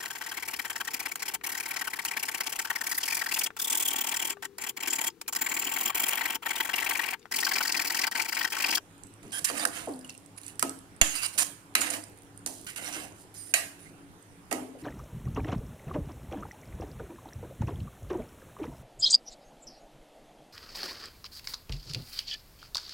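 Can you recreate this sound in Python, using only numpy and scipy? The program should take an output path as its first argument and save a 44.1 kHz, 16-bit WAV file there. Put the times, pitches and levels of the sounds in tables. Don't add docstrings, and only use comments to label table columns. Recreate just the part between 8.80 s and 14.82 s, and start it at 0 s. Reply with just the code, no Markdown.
import sys
import numpy as np
from scipy import signal
from scipy.io import wavfile
from scipy.ndimage import uniform_filter1d

SR = 44100
rng = np.random.default_rng(int(sys.argv[2]) if len(sys.argv) > 2 else 0)


def elevation(decibels):
    levels = np.asarray(decibels, float)
    return 10 ** (levels / 20)


def int16_out(signal):
    q = np.round(np.clip(np.atleast_2d(signal).T, -1, 1) * 32767)
    wavfile.write(sys.argv[1], SR, q.astype(np.int16))


N = 265669


def evened(x):
    return x / np.sqrt(np.mean(x ** 2) + 1e-20)


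def read(points, hz):
    point_hz, value = np.transpose(points)
    return np.interp(np.log(hz + 1), np.log(point_hz + 1), value)


def add(mix, s, sound):
    part = mix[..., round(s * SR):][..., :sound.shape[-1]]
    part += sound[..., :part.shape[-1]]


def resonate(x, hz, width_hz):
    turn = np.exp(2j * np.pi * np.cumsum(hz * np.ones(x.shape[-1])) / SR)
    r = np.exp(-np.pi * width_hz / SR)
    return 2 * (turn * signal.lfilter([1 - r], [1, -r], x / turn)).real


def resonate_twice(x, hz, width_hz):
    return resonate(resonate(x, hz, width_hz), hz, width_hz)


def sides(pan_db):
    return elevation(np.array([pan_db / 2, -pan_db / 2]))


def causal(db):
    log_gain = np.log(elevation(np.maximum(np.r_[db, db[-2:0:-1]], -100)))
    taps = np.fft.ifft(np.exp(log_gain - 1j * signal.hilbert(log_gain).imag)).real[:2048]
    return taps / np.linalg.norm(taps)


def wander(x, patchy_db):
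    z = signal.stft(x, nperseg=512, noverlap=384)[2]
    patches = uniform_filter1d(rng.standard_normal(z.shape), size=2, axis=1)
    patches = uniform_filter1d(patches, size=16, axis=2)
    z = z * elevation(patchy_db * evened(patches) - 1.5)
    return signal.istft(z, nperseg=512, noverlap=384)[1][:, :N]


# hz, level_db_per_hz
STEEL_CLOUD = [(120, -31.5), (200, -5), (419, -13.5), (664, 7.5), (2860, 9), (5650, -2.5), (9840, -3.5),
               (15300, -16), (16500, -58)]


def body(modes, lo_hz, hi_hz):
    hz = np.fft.rfftfreq(8192, 1 / SR) + 1
    lifts_db = sum(db / (1 + (2 * (hz - f) / w) ** 2) for f, w, db in modes)
    band_db = -10 * np.log10((1 + (lo_hz / hz) ** 6) * (1 + (hz / hi_hz) ** 6))
    return causal(read(STEEL_CLOUD, hz) + lifts_db + band_db)


# mode_hz, width_hz, lift_db
EDGE_MODES = [(4950, 140, 1), (6900, 2700, 0.5), (8970, 300, 4.5), (9735, 510, 4.5), (12400, 2500, 3)]
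WALL_MODES = [(1600, 220, 1.5), (2030, 580, 3), (2730, 560, 3.5), (3350, 230, -6), (3860, 2000, 5.5)]
BOWL_MODES = [(258.6, 73, 14), (305, 38, 15), (498, 47, 13.5), (690, 25, 4)]


def parts():
    return body(EDGE_MODES, 5830, 22000), body(WALL_MODES, 1170, 4130), body(BOWL_MODES, 159.8, 620)


# start_s, edge_peak_db, wall_db, contact_ms, room_db
KNOCK_EVENTS = [(.6425, -16, -37, 17, -6.5), (0.851, -13, -31, 4.6, -12), (1.794, -15.5, -35, 2.9, -8.5),
                (1.8255, -10.5, -27.5, 2.8, -9), (2.213, -6.5, -17, 3.2, -4.5), (2.951, -9, -21, 5.3, -6.5),
                (3.015, -22, -32, 5.3, 2), (3.1, -27, -45, 11, -8), (3.661, -19.5, -42, 4, -6.5),
                (3.673, -28, -44.5, 2.7, -7), (4.7385, -8, -23.5, 4.2, -2.5), (5.71, -32.5, -43.5, 10.2, 0),
                (5.726, -18, -33.5, 2.3, -6.5)]


def knocks(ring_db=-8.0, ring_s=0.0063):
    out, to_room = np.zeros((2, N)), np.zeros((2, N))
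    edge, wall, _ = parts()
    t = np.arange(3000) / SR
    for s, edge_db, wall_db, ms, room_db in KNOCK_EVENTS:
        pan = sides(1.1 + 0.49 * edge_db)[:, None]
        contact = np.exp(-(t * 1000 / max(ms, .3)) ** 6)
        shape = np.maximum(contact, elevation(ring_db) * np.exp(-t / ring_s))
        shape *= np.minimum(t * 1000 / (.3 + 0.18 * ms), 1)
        near, far = rng.standard_normal((2, 3000))
        rough = shape * np.array([0.24 * near + 0.9 * far, near])
        click = elevation(edge_db - 6.5) * edge + elevation(wall_db + 4.5) * wall
        add(out, s, pan * signal.oaconvolve(rough, click[None], axes=1))
        add(to_room, s, pan * elevation(room_db) * np.linalg.norm(shape) * click)
    return out, to_room


def drag(start, end, db):
    land_s = 0.0031
    t = np.arange(len(db)) / SR
    return elevation(db) * np.clip(np.minimum(t, end - start - t) / land_s, 0, 1)


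def drifting(start, end, db, drift_db):
    return drag(start, end, np.linspace(db, db + drift_db, round((end - start) * SR)))


# start_s, top_s, end_s, edge_db, wall_over_edge_db
PUSH_EVENTS = [(0.658, 0.695, 0.72, -33, -1), (0.713, .755, 0.79, -40, -2.5),
               (0.912, 0.967, 1.067, -40, -0.5), (1.242, 1.245, 1.29, -54.5, -6),
               (1.288, 1.29, 1.337, -53, -3), (1.57, 1.583, 1.59, -44.5, -5.5),
               (1.594, 1.688, 1.736, -49, -6), (2.33, 2.36, 2.43, -32, -5.5), (2.524, 2.538, 2.61, -44, -7),
               (3.004, 3.015, 3.02, -24.5, -23), (3.033, 3.08, 3.1, -37.5, 0.5),
               (3.098, 3.144, 3.174, -33, -3), (4.34, 4.418, 4.46, -52.5, -14)]
# start_s, end_s, edge_db, wall_over_edge_db, drift_db
SLIDE_EVENTS = [(.425, 0.525, -59, -1.5, -4.5), (0.518, 0.579, -40.5, -8.5, 2),
                (0.578, .598, -33.5, -10, -2), (.766, 0.846, -38.5, -2.5, 3), (.87, 0.922, -36.5, -21, -19),
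                (1.06, 1.237, -55, -7, -10), (2.247, 2.334, -37, -31, -1.5), (2.417, 2.469, -34.5, -5, 3),
                (2.468, 2.523, -39.5, -19, -13), (2.576, 2.635, -23.5, -7.5, -3),
                (2.634, 2.7, -36.5, -12, -20), (2.96, 3.004, -37, 2, -9), (3.018, 3.05, -42, 2, -2),
                (.598, .642, -50, -8, -2), (3.165, 3.25, -44, -11, -14), (3.675, 3.856, -45, -25, -10),
                (3.864, 3.913, -42.5, -5, -1), (3.908, 3.954, -50, -4, -7), (3.958, 3.988, -39, -5, 0),
                (3.985, 4.037, -44.5, -4, -1), (4.034, 4.098, -43, -3, 4), (4.095, 4.127, -44, -2, -1),
                (4.124, 4.242, -40, -2.5, -6.5), (4.239, 4.336, -45.5, -3, -24),
                (4.543, 4.724, -48.5, -12, -6), (4.99, 5.103, -57.5, -4.5, -3), (5.985, 6.024, -60, -4, 3)]
# start_s, end_s, level_db, drift_db
SHOVE_EVENTS = [(0.429, .5, -53, -10), (0.532, .62, -54.5, 2), (0.704, 0.801, -43.5, 1.5),
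                (.8, 0.899, -41, -1), (.95, 1.054, -50.5, 2.5), (1.07, 1.217, -40, -20),
                (1.834, 1.93, -40, -16), (5.72, 5.863, -41, -16), (2.555, 2.64, -47.5, -4.5),
                (2.979, 3.199, -45, 1.5), (3.979, 4.345, -48.5, -7)]


def pressure():
    rise_db, let_go_db = 12.5, 14
    out, contacts = np.zeros((3, 2, N)), []
    for start, top, end, db, wall_db in PUSH_EVENTS:
        t = np.arange(start, end, 1 / SR)
        course_db = np.interp(t, [start, top, end], [db - rise_db, db, db - let_go_db])
        contacts.append((start, drag(start, end, course_db), wall_db))
    for start, end, db, wall_db, drift_db in SLIDE_EVENTS:
        contacts.append((start, drifting(start, end, db, drift_db), wall_db))
    for start, press, wall_db in contacts:
        shares = elevation([0, wall_db + 2.5, -18 + 0.73 * wall_db])
        pan = sides(-7 - 0.19 * wall_db)
        add(out, start, shares[:, None, None] * pan[:, None] * press)
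    for start, end, db, drift_db in SHOVE_EVENTS:
        add(out[2], start, drifting(start, end, db, drift_db) * sides(-1.8)[:, None])
    return out


def scrape(grains_per_s=5000., spread_db=2.6, judder_db=0.87):
    sizes = elevation(spread_db * np.minimum(rng.exponential(1, N), 5))
    sizes *= rng.random(N) < grains_per_s / SR
    sizes *= elevation(judder_db * evened(uniform_filter1d(rng.standard_normal(N), size=180)))
    near, far = rng.choice([-1., 1.], (2, N))
    grit = evened(sizes * np.array([0.46 * near + 0.58 * far, near])) * elevation(-0.92)
    rubbed = np.zeros((2, N))
    for press, part in zip(pressure(), parts()):
        rubbed += signal.oaconvolve(grit * press, part[None], axes=1)[:, :N]
    return wander(rubbed, 2.6)


# start_s, pitch_hz, level_db, t60_s
RING_EVENTS = [(.851, 1560, -14.5, 0.028), (.851, 1310, -18, 0.027), (.699, 1190, -29.5, .04),
               (1.793, 1300, -40, .04), (1.825, 1300, -23, 0.065), (1.826, 970, -22, 0.057),
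               (3.662, 6320, -30.5, 0.065), (5.716, 673, -34, 0.23), (2.2128, 6640, -10, 0.04),
               (2.2128, 7280, -13, 0.045), (2.2128, 4300, -16, 0.025), (2.217, 7000, -28, .2),
               (2.215, 3300, -25, .1), (2.215, 2100, -24, .1), (5.74, 800, -42, .25),
               (5.718, 2200, -39, .15), (2.953, 1300, -27, .08), (2.952, 4000, -25, .08),
               (2.213, 2800, -18, 0.078), (2.953, 2060, -23.5, 0.12), (4.738, 9020, -25, 0.16),
               (4.739, 6820, -20.5, 0.071), (4.738, 2500, -16, 0.07), (4.739, 2220, -31, 0.19),
               (4.74, 1900, -31, 0.3), (4.74, 2830, -30.5, 0.2), (4.74, 3970, -34.5, .25),
               (4.742, 680, -30, .25), (4.74, 4400, -35, 0.13), (4.738, 1600, -21, .06),
               (4.745, 1640, -35, 0.3), (5.715, 1270, -37, 0.22), (5.713, 1940, -33, .15)]
# start_s, end_s, pitch_hz, level_db
SINGING_EVENTS = [(.522, .598, 1630, -45.5), (.52, 0.6, 3150, -45), (.522, .596, 5170, -51),
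                  (.521, .55, 8410, -45), (.686, .706, 4800, -41.5), (.661, .7, 1750, -46),
                  (3.1, 3.114, 9700, -36), (3.1, 3.107, 7100, -37.5), (4.055, 4.075, 4320, -51),
                  (3.99, 4.045, 2050, -52.5), (4.2, 4.28, 710, -53), (3.018, 3.045, 6850, -44),
                  (0.533, 0.575, 10200, -41.5), (.815, 0.847, 1310, -45), (1.575, 1.592, 10140, -48),
                  (2.229, 2.342, 6600, -42), (2.235, 2.275, 3100, -43), (2.246, 2.3, 2300, -47),
                  (2.3, 2.375, 2850, -47), (2.372, 2.425, 2650, -42), (2.354, 2.364, 8700, -36),
                  (2.354, 2.364, 10300, -39), (2.422, 2.455, 10200, -41), (2.455, 2.468, 9000, -36),
                  (2.42, 2.478, 2840, -42), (4.053, 4.088, 5800, -48), (4.119, 4.165, 5850, -49),
                  (2.35, 2.39, 4840, -42), (2.419, 2.47, 4790, -39), (.575, 0.594, 10050, -38),
                  (0.829, 0.84, 8900, -45), (2.582, 2.63, 6950, -35.5), (3.006, 3.026, 6900, -33.5),
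                  (4.55, 4.64, 4990, -60), (4.63, 4.72, 5120, -63), (4.57, 4.65, 8850, -48.5),
                  (4.63, 4.735, 9000, -54), (4.56, 4.63, 9600, -57), (4.64, 4.726, 10100, -56),
                  (4.545, 4.62, 11000, -58), (4.56, 4.72, 12850, -63), (.79, .81, 4700, -39),
                  (.805, .842, 3600, -43.5), (2.585, 2.63, 8650, -35), (2.59, 2.63, 9730, -36),
                  (2.225, 2.3, 7300, -41.5), (5.001, 5.055, 9830, -59), (5.055, 5.08, 2090, -57.5)]


def clear_modes(alike=.6):
    out, mix = np.zeros((2, N)), np.array([[alike, .8], [1, 0]])
    t = np.arange(9000) / SR
    for s, hz, db, t60 in RING_EVENTS:
        shake = mix @ rng.standard_normal((2, 9000))
        ring = evened(resonate_twice(shake, hz, 14 / t60 + .02 * hz))
        pair = np.sin(2 * np.pi * hz * .985 * t) + 0.74 * np.sin(2 * np.pi * hz * 1.03 * t)
        decay = elevation(db - 3.5 - 60 * t / t60) * np.minimum(t / 0.0016, 1)
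        add(out, s, decay * (0.57 * ring + 0.89 * pair))
    for start, end, hz, db in SINGING_EVENTS:
        n = round((end - start) * SR)
        rub = mix @ rng.standard_normal((2, 9000))[:, :n]
        spot_hz = hz * (1 + .015 * evened(uniform_filter1d(rub[1], size=900)))
        ring = evened(resonate_twice(rub, spot_hz, 150 + .025 * hz))
        steady = ring / (.6 + .5 * uniform_filter1d(abs(ring), size=200))
        add(out, start, elevation(db) * evened(steady) * signal.windows.tukey(n, .3))
    return out * sides(-10.0)[:, None]


# start_s, level_db, low_mode_hz, upper_mode_db, t60_s
THUD_EVENTS = [(.45, -40, 229, -21, 0.28), (0.698, -40.5, 313, 9.5, 0.31), (0.861, -46, 318, 14, 0.28),
               (1.078, -35, 258, 2, 0.4), (1.829, -28, 270, 1, 0.33), (2.216, -31, 195, 9, .11),
               (2.953, -39, 255, 5.5, 0.35), (3.663, -41.5, 261, 5.5, 0.51), (4.16, -41, 309, 0, 0.2),
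               (4.742, -48, 283, 14, 0.48), (5.715, -28, 258, 2, 0.5), (5.81, -40, 275, -12, .5),
               (5.95, -47, 450, -8, 0.3)]


def thuds(kick=0.74):
    out, t = np.zeros((2, N)), np.arange(SR // 2) / SR
    upper_hz, upper_width_hz = 623, 520
    for s, db, low_hz, up_db, t60 in THUD_EVENTS:
        shakes = rng.standard_normal((2, len(t))) * elevation(-60 * t / t60)
        swell = shakes[0] * np.minimum(0.63 + t / 0.023, 1)
        low = resonate(swell, low_hz, 38)
        low = low + .8 * resonate(swell, 1.258 * low_hz, 43)
        low = low + .9 * resonate(swell, 1.55 * low_hz, 60)
        low = resonate(low, 1.2 * low_hz, 300)
        free = np.sin(2 * np.pi * low_hz * t) + .35 * np.sin(2 * np.pi * 1.17 * low_hz * t)
        free = free * elevation(-60 * t / t60) * np.minimum(t / .008, 1)
        low = .75 * low / abs(low).max() + .5 * free
        kicked = shakes + kick * np.sin(np.pi * np.minimum(t / 0.00093, 1))
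        upper = resonate_twice(kicked * elevation(-12 * t / t60), upper_hz, upper_width_hz)
        upper = resonate(upper, upper_hz, upper_width_hz)
        add(out, s, elevation(db) * (low / abs(low).max() + elevation(up_db) * upper / abs(upper).max()))
    return out


# push_s, leak_s, level_db
PORT_JOLT = (0.0076, 0.06, -13.5)


def jolt():
    push_s, leak_s, db = PORT_JOLT
    out, t = np.zeros((2, N)), np.arange(SR // 3) / SR
    push = (t / push_s) ** 2 * np.exp(2 - 2 * t / push_s)
    leaked = signal.lfilter([1, -1], [1, -np.exp(-1 / (leak_s * SR))], push)
    add(out, 2.216, -elevation([[db - 21], [db - 2.5]]) * leaked)
    return out


def pop(hz, noise, edge):
    burst = noise * np.exp(-np.arange(500) / SR / 0.0018)
    snap = np.convolve(burst, edge)[:500] + 7.4 * resonate_twice(burst, hz, .2 * hz)
    return snap / abs(snap).max()


# start_s, peak_db, pitch_hz
TICK_EVENTS = [(0.2355, -29, 7770), (0.4309, -39, 2080), (0.508, -40, 4800), (0.612, -30, 9630),
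               (0.686, -30, 9200), (0.6994, -27, 9360), (0.7974, -22, 8380), (1.0574, -32, 9800),
               (1.1351, -36, 10200), (1.1912, -33, 9100), (1.2116, -39, 5000), (1.2463, -32, 2860),
               (1.2945, -30, 2740), (1.303, -31, 4730), (1.2952, -29, 6230), (3.2385, -34, 5400),
               (.468, -44, 6400), (.78, -27, 9510), (.9511, -33, 9210), (4.1452, -30, 5860),
               (4.166, -29, 1500), (4.078, -31, 2000), (1.3775, -33, 8600), (1.615, -30.5, 9400),
               (1.634, -32.5, 4050), (1.6808, -25, 9500), (1.8946, -20, 8000), (1.9889, -32, 9630),
               (2.355, -30, 4870), (2.668, -26, 9330), (3.2388, -26.5, 8800), (3.5755, -32.5, 9600),
               (3.8127, -37, 9700), (3.8457, -35, 9800), (3.9604, -28, 9850), (4.0267, -28, 9800),
               (4.126, -28, 5960), (4.542, -33, 10900)]
MORE_TICK_EVENTS = [(.1799, -45, 9200), (.2687, -44, 8410), (.3385, -43, 8910), (1.0851, -41, 8270),
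                    (1.0914, -41, 9920), (1.1116, -44, 9820), (1.1238, -40, 9260), (1.1379, -39, 4500),
                    (1.1454, -43, 9240), (1.1595, -39, 9000), (1.2514, -46, 9790), (1.2768, -40, 7610),
                    (1.3254, -44, 10000), (1.3414, -40, 9960), (1.35, -39, 2500), (1.4606, -40, 8290),
                    (1.5647, -45, 8700), (1.665, -29, 8360), (1.7561, -42, 8820), (2.1638, -45, 8480),
                    (3.2696, -45, 8910), (3.2834, -42, 7940), (3.2974, -45, 12500), (3.3194, -48, 9002),
                    (3.3748, -42, 10500), (3.387, -42.5, 9600), (3.4207, -43, 9190), (3.4334, -48, 12500),
                    (3.4484, -50, 10100), (3.562, -49, 10500), (3.5915, -43, 8500), (3.7388, -40, 12500),
                    (3.7824, -45, 8840), (3.8564, -39, 13000), (4.3227, -43, 6700), (4.3631, -47, 2800),
                    (5.0035, -48, 9780), (5.426, -42, 8560), (5.655, -54, 11000), (2.94, -44, 2000),
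                    (1.912, -38, 7500)]


def ticks():
    out, edge = np.zeros(N), parts()[0]
    for events, trim_db in ((TICK_EVENTS, -4.5), (MORE_TICK_EVENTS, -2.5)):
        for s, db, hz in events:
            add(out, s, elevation(db + trim_db) * pop(hz, rng.standard_normal(500), edge))
    return out * sides(-10.0)[:, None]


# start_s, end_s, slip_rate_hz, level_db
SQUEAK_EVENTS = [
    (3.865, 3.902, 1468, -45.5),
    (3.96, 4.01, 1465, -48),
    (4.07, 4.096, 1950, -48),
    (4.129, 4.189, 1550, -45.5),
]


def squeaks(jitter=0.067):
    out = np.zeros(N)
    for start, end, hz, db in SQUEAK_EVENTS:
        n = round((end - start) * SR)
        slip_hz = hz * (1 + jitter * evened(uniform_filter1d(rng.standard_normal(n), 30)))
        phase = 2 * np.pi * np.cumsum(slip_hz) / SR
        tone = np.cos(phase) + 0.99 * np.cos(2 * phase) + 0.31 * np.cos(3 * phase)
        add(out, start, elevation(db) * tone * signal.windows.tukey(n, .3))
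    return out * sides(-6.5)[:, None]


# start_s, first_hz, last_hz, level_db, t60_s
PLOP_EVENTS = [
    (1.073, 800, 258, -31, .45),
    (1.245, 2950, 2750, -41, .05),
    (1.291, 2800, 2600, -38, .06),
    (1.348, 2800, 2700, -47, .04),
    (5.95, 600, 470, -43, .12),
    (4.158, 340, 300, -42, .25),
    (2.23, 330, 300, -44, .5),
    (1.83, 420, 330, -36, .3),
]


def plops():
    glide_s = .014
    out, t = np.zeros((2, N)), np.arange(SR // 3) / SR
    for s, first_hz, last_hz, db, t60 in PLOP_EVENTS:
        turns = np.cumsum(last_hz + (first_hz - last_hz) * np.exp(-t / glide_s)) / SR
        envelope = elevation(db - 60 * t / t60) * np.minimum(t / .002, 1)
        add(out, s, envelope * np.sin(2 * np.pi * turns) * np.ones((2, 1)))
    return out


# hz, t60_s
KITCHEN_DECAY = [(250, 0.67), (1000, 0.57), (3000, 0.44), (8000, 0.4), (15000, 0.42)]


def kitchen(x):
    taps = np.zeros((2, SR))
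    at = np.arange(200, SR - 20, 20) + rng.integers(0, 20, (2, (SR - 201) // 20))
    np.put_along_axis(taps, at, rng.choice([-1., 1.], at.shape), 1)
    hz, t, z = signal.stft(taps, SR, nperseg=256)
    decay = elevation(-60 * t / read(KITCHEN_DECAY, hz)[:, None])
    tail = signal.istft(z * decay, SR, nperseg=256)[1]
    return signal.fftconvolve(x, tail / np.linalg.norm(tail[0]), axes=1)[:, :N]


# hz, left_over_right_db
PORT_TILT = [(200, 2.5), (700, 6), (1300, 1), (4400, 4.5), (8500, -4), (12000, 4.5), (16000, 3)]


def ports(x):
    tilt_db = read(PORT_TILT, np.fft.rfftfreq(8192, 1 / SR))
    taps = np.array([causal(tilt_db / 2), causal(-tilt_db / 2)])
    taps[0] = np.roll(taps[0], 9)
    return signal.oaconvolve(x, taps, axes=1)[:, :N]


# hz, level_db_per_hz
AIR_COLOUR = [(12, -52), (20, -7), (75, -16.5), (108, -8), (131, -19), (169, -5), (218, -24.5), (281, -7.5),
              (616, -21), (794, -18.5), (1240, -22.5), (1390, -21), (4790, -34.5), (8410, -33),
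              (15000, -43), (16300, -63)]
# hz, likeness
AIR_LIKENESS = [(60, 0.11), (130, 0.8), (290, 0.86), (640, 0.83), (1410, -0.29), (3100, 0.26),
                (6820, -0.27), (15000, 0.31)]
# hz, left_over_right_db
AIR_TILT = [(60, -6), (130, -2.5), (290, 1.5), (640, 2), (1410, -3.5), (3100, -4), (6820, -7),
            (15000, -6.5)]
# pitch_hz, width_hz, level_db
MOTOR_HUM = [(104.5, 14, -66), (283, 7.6, -62)]


def air():
    frames, hz = N // 256 + 5, np.fft.rfftfreq(1024, 1 / SR)
    a, b, c, d, patches = rng.standard_normal((frames, 513, 5)).T
    patches = evened(uniform_filter1d(uniform_filter1d(patches, 14, 0), 14, 1))
    same = np.clip(read(AIR_LIKENESS, hz), -1, 1)[:, None]
    left = a + 1j * b
    z = np.array([left, same * left + np.sqrt(1 - same ** 2) * (c + 1j * d)])
    colour_db = read(AIR_COLOUR, hz) + 5 / (1 + ((hz - 9700) / 900) ** 2)
    z *= elevation(colour_db[:, None] + 2.12 * patches) * sides(read(AIR_TILT, hz))[:, :, None]
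    hiss = evened(signal.istft(z, nperseg=1024, noverlap=768)[1][:, :N])
    hum = elevation(-62) * np.sin(2 * np.pi * MOTOR_HUM[0][0] * np.arange(N) / SR)
    for f, w, db in MOTOR_HUM:
        hum = hum + elevation(db) * evened(resonate_twice(rng.standard_normal(N), f, w))
    return elevation(-55 + 0.38) * hiss + hum


def scene():
    blows, to_room = knocks()
    small = ticks() + scrape() + squeaks()
    clear = clear_modes()
    booms = thuds() + plops()
    sent = to_room + elevation(-10) * small + elevation(-14.0) * clear + elevation(-10.5) * booms
    wet = wander(kitchen(sent), 3.44)
    return ports(blows + small + clear + wet) + booms + air() + jolt()


def band_limit(x):
    return signal.sosfilt(signal.butter(12, 16830, fs=SR, output="sos"), x)


def record(dry):
    lowpass = signal.firwin(255, 16800, fs=SR)
    limited = signal.oaconvolve(np.clip(dry, -1, 1), lowpass[None], "same")
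    return band_limit(limited)


dry = scene()
out = record(dry)
int16_out(out)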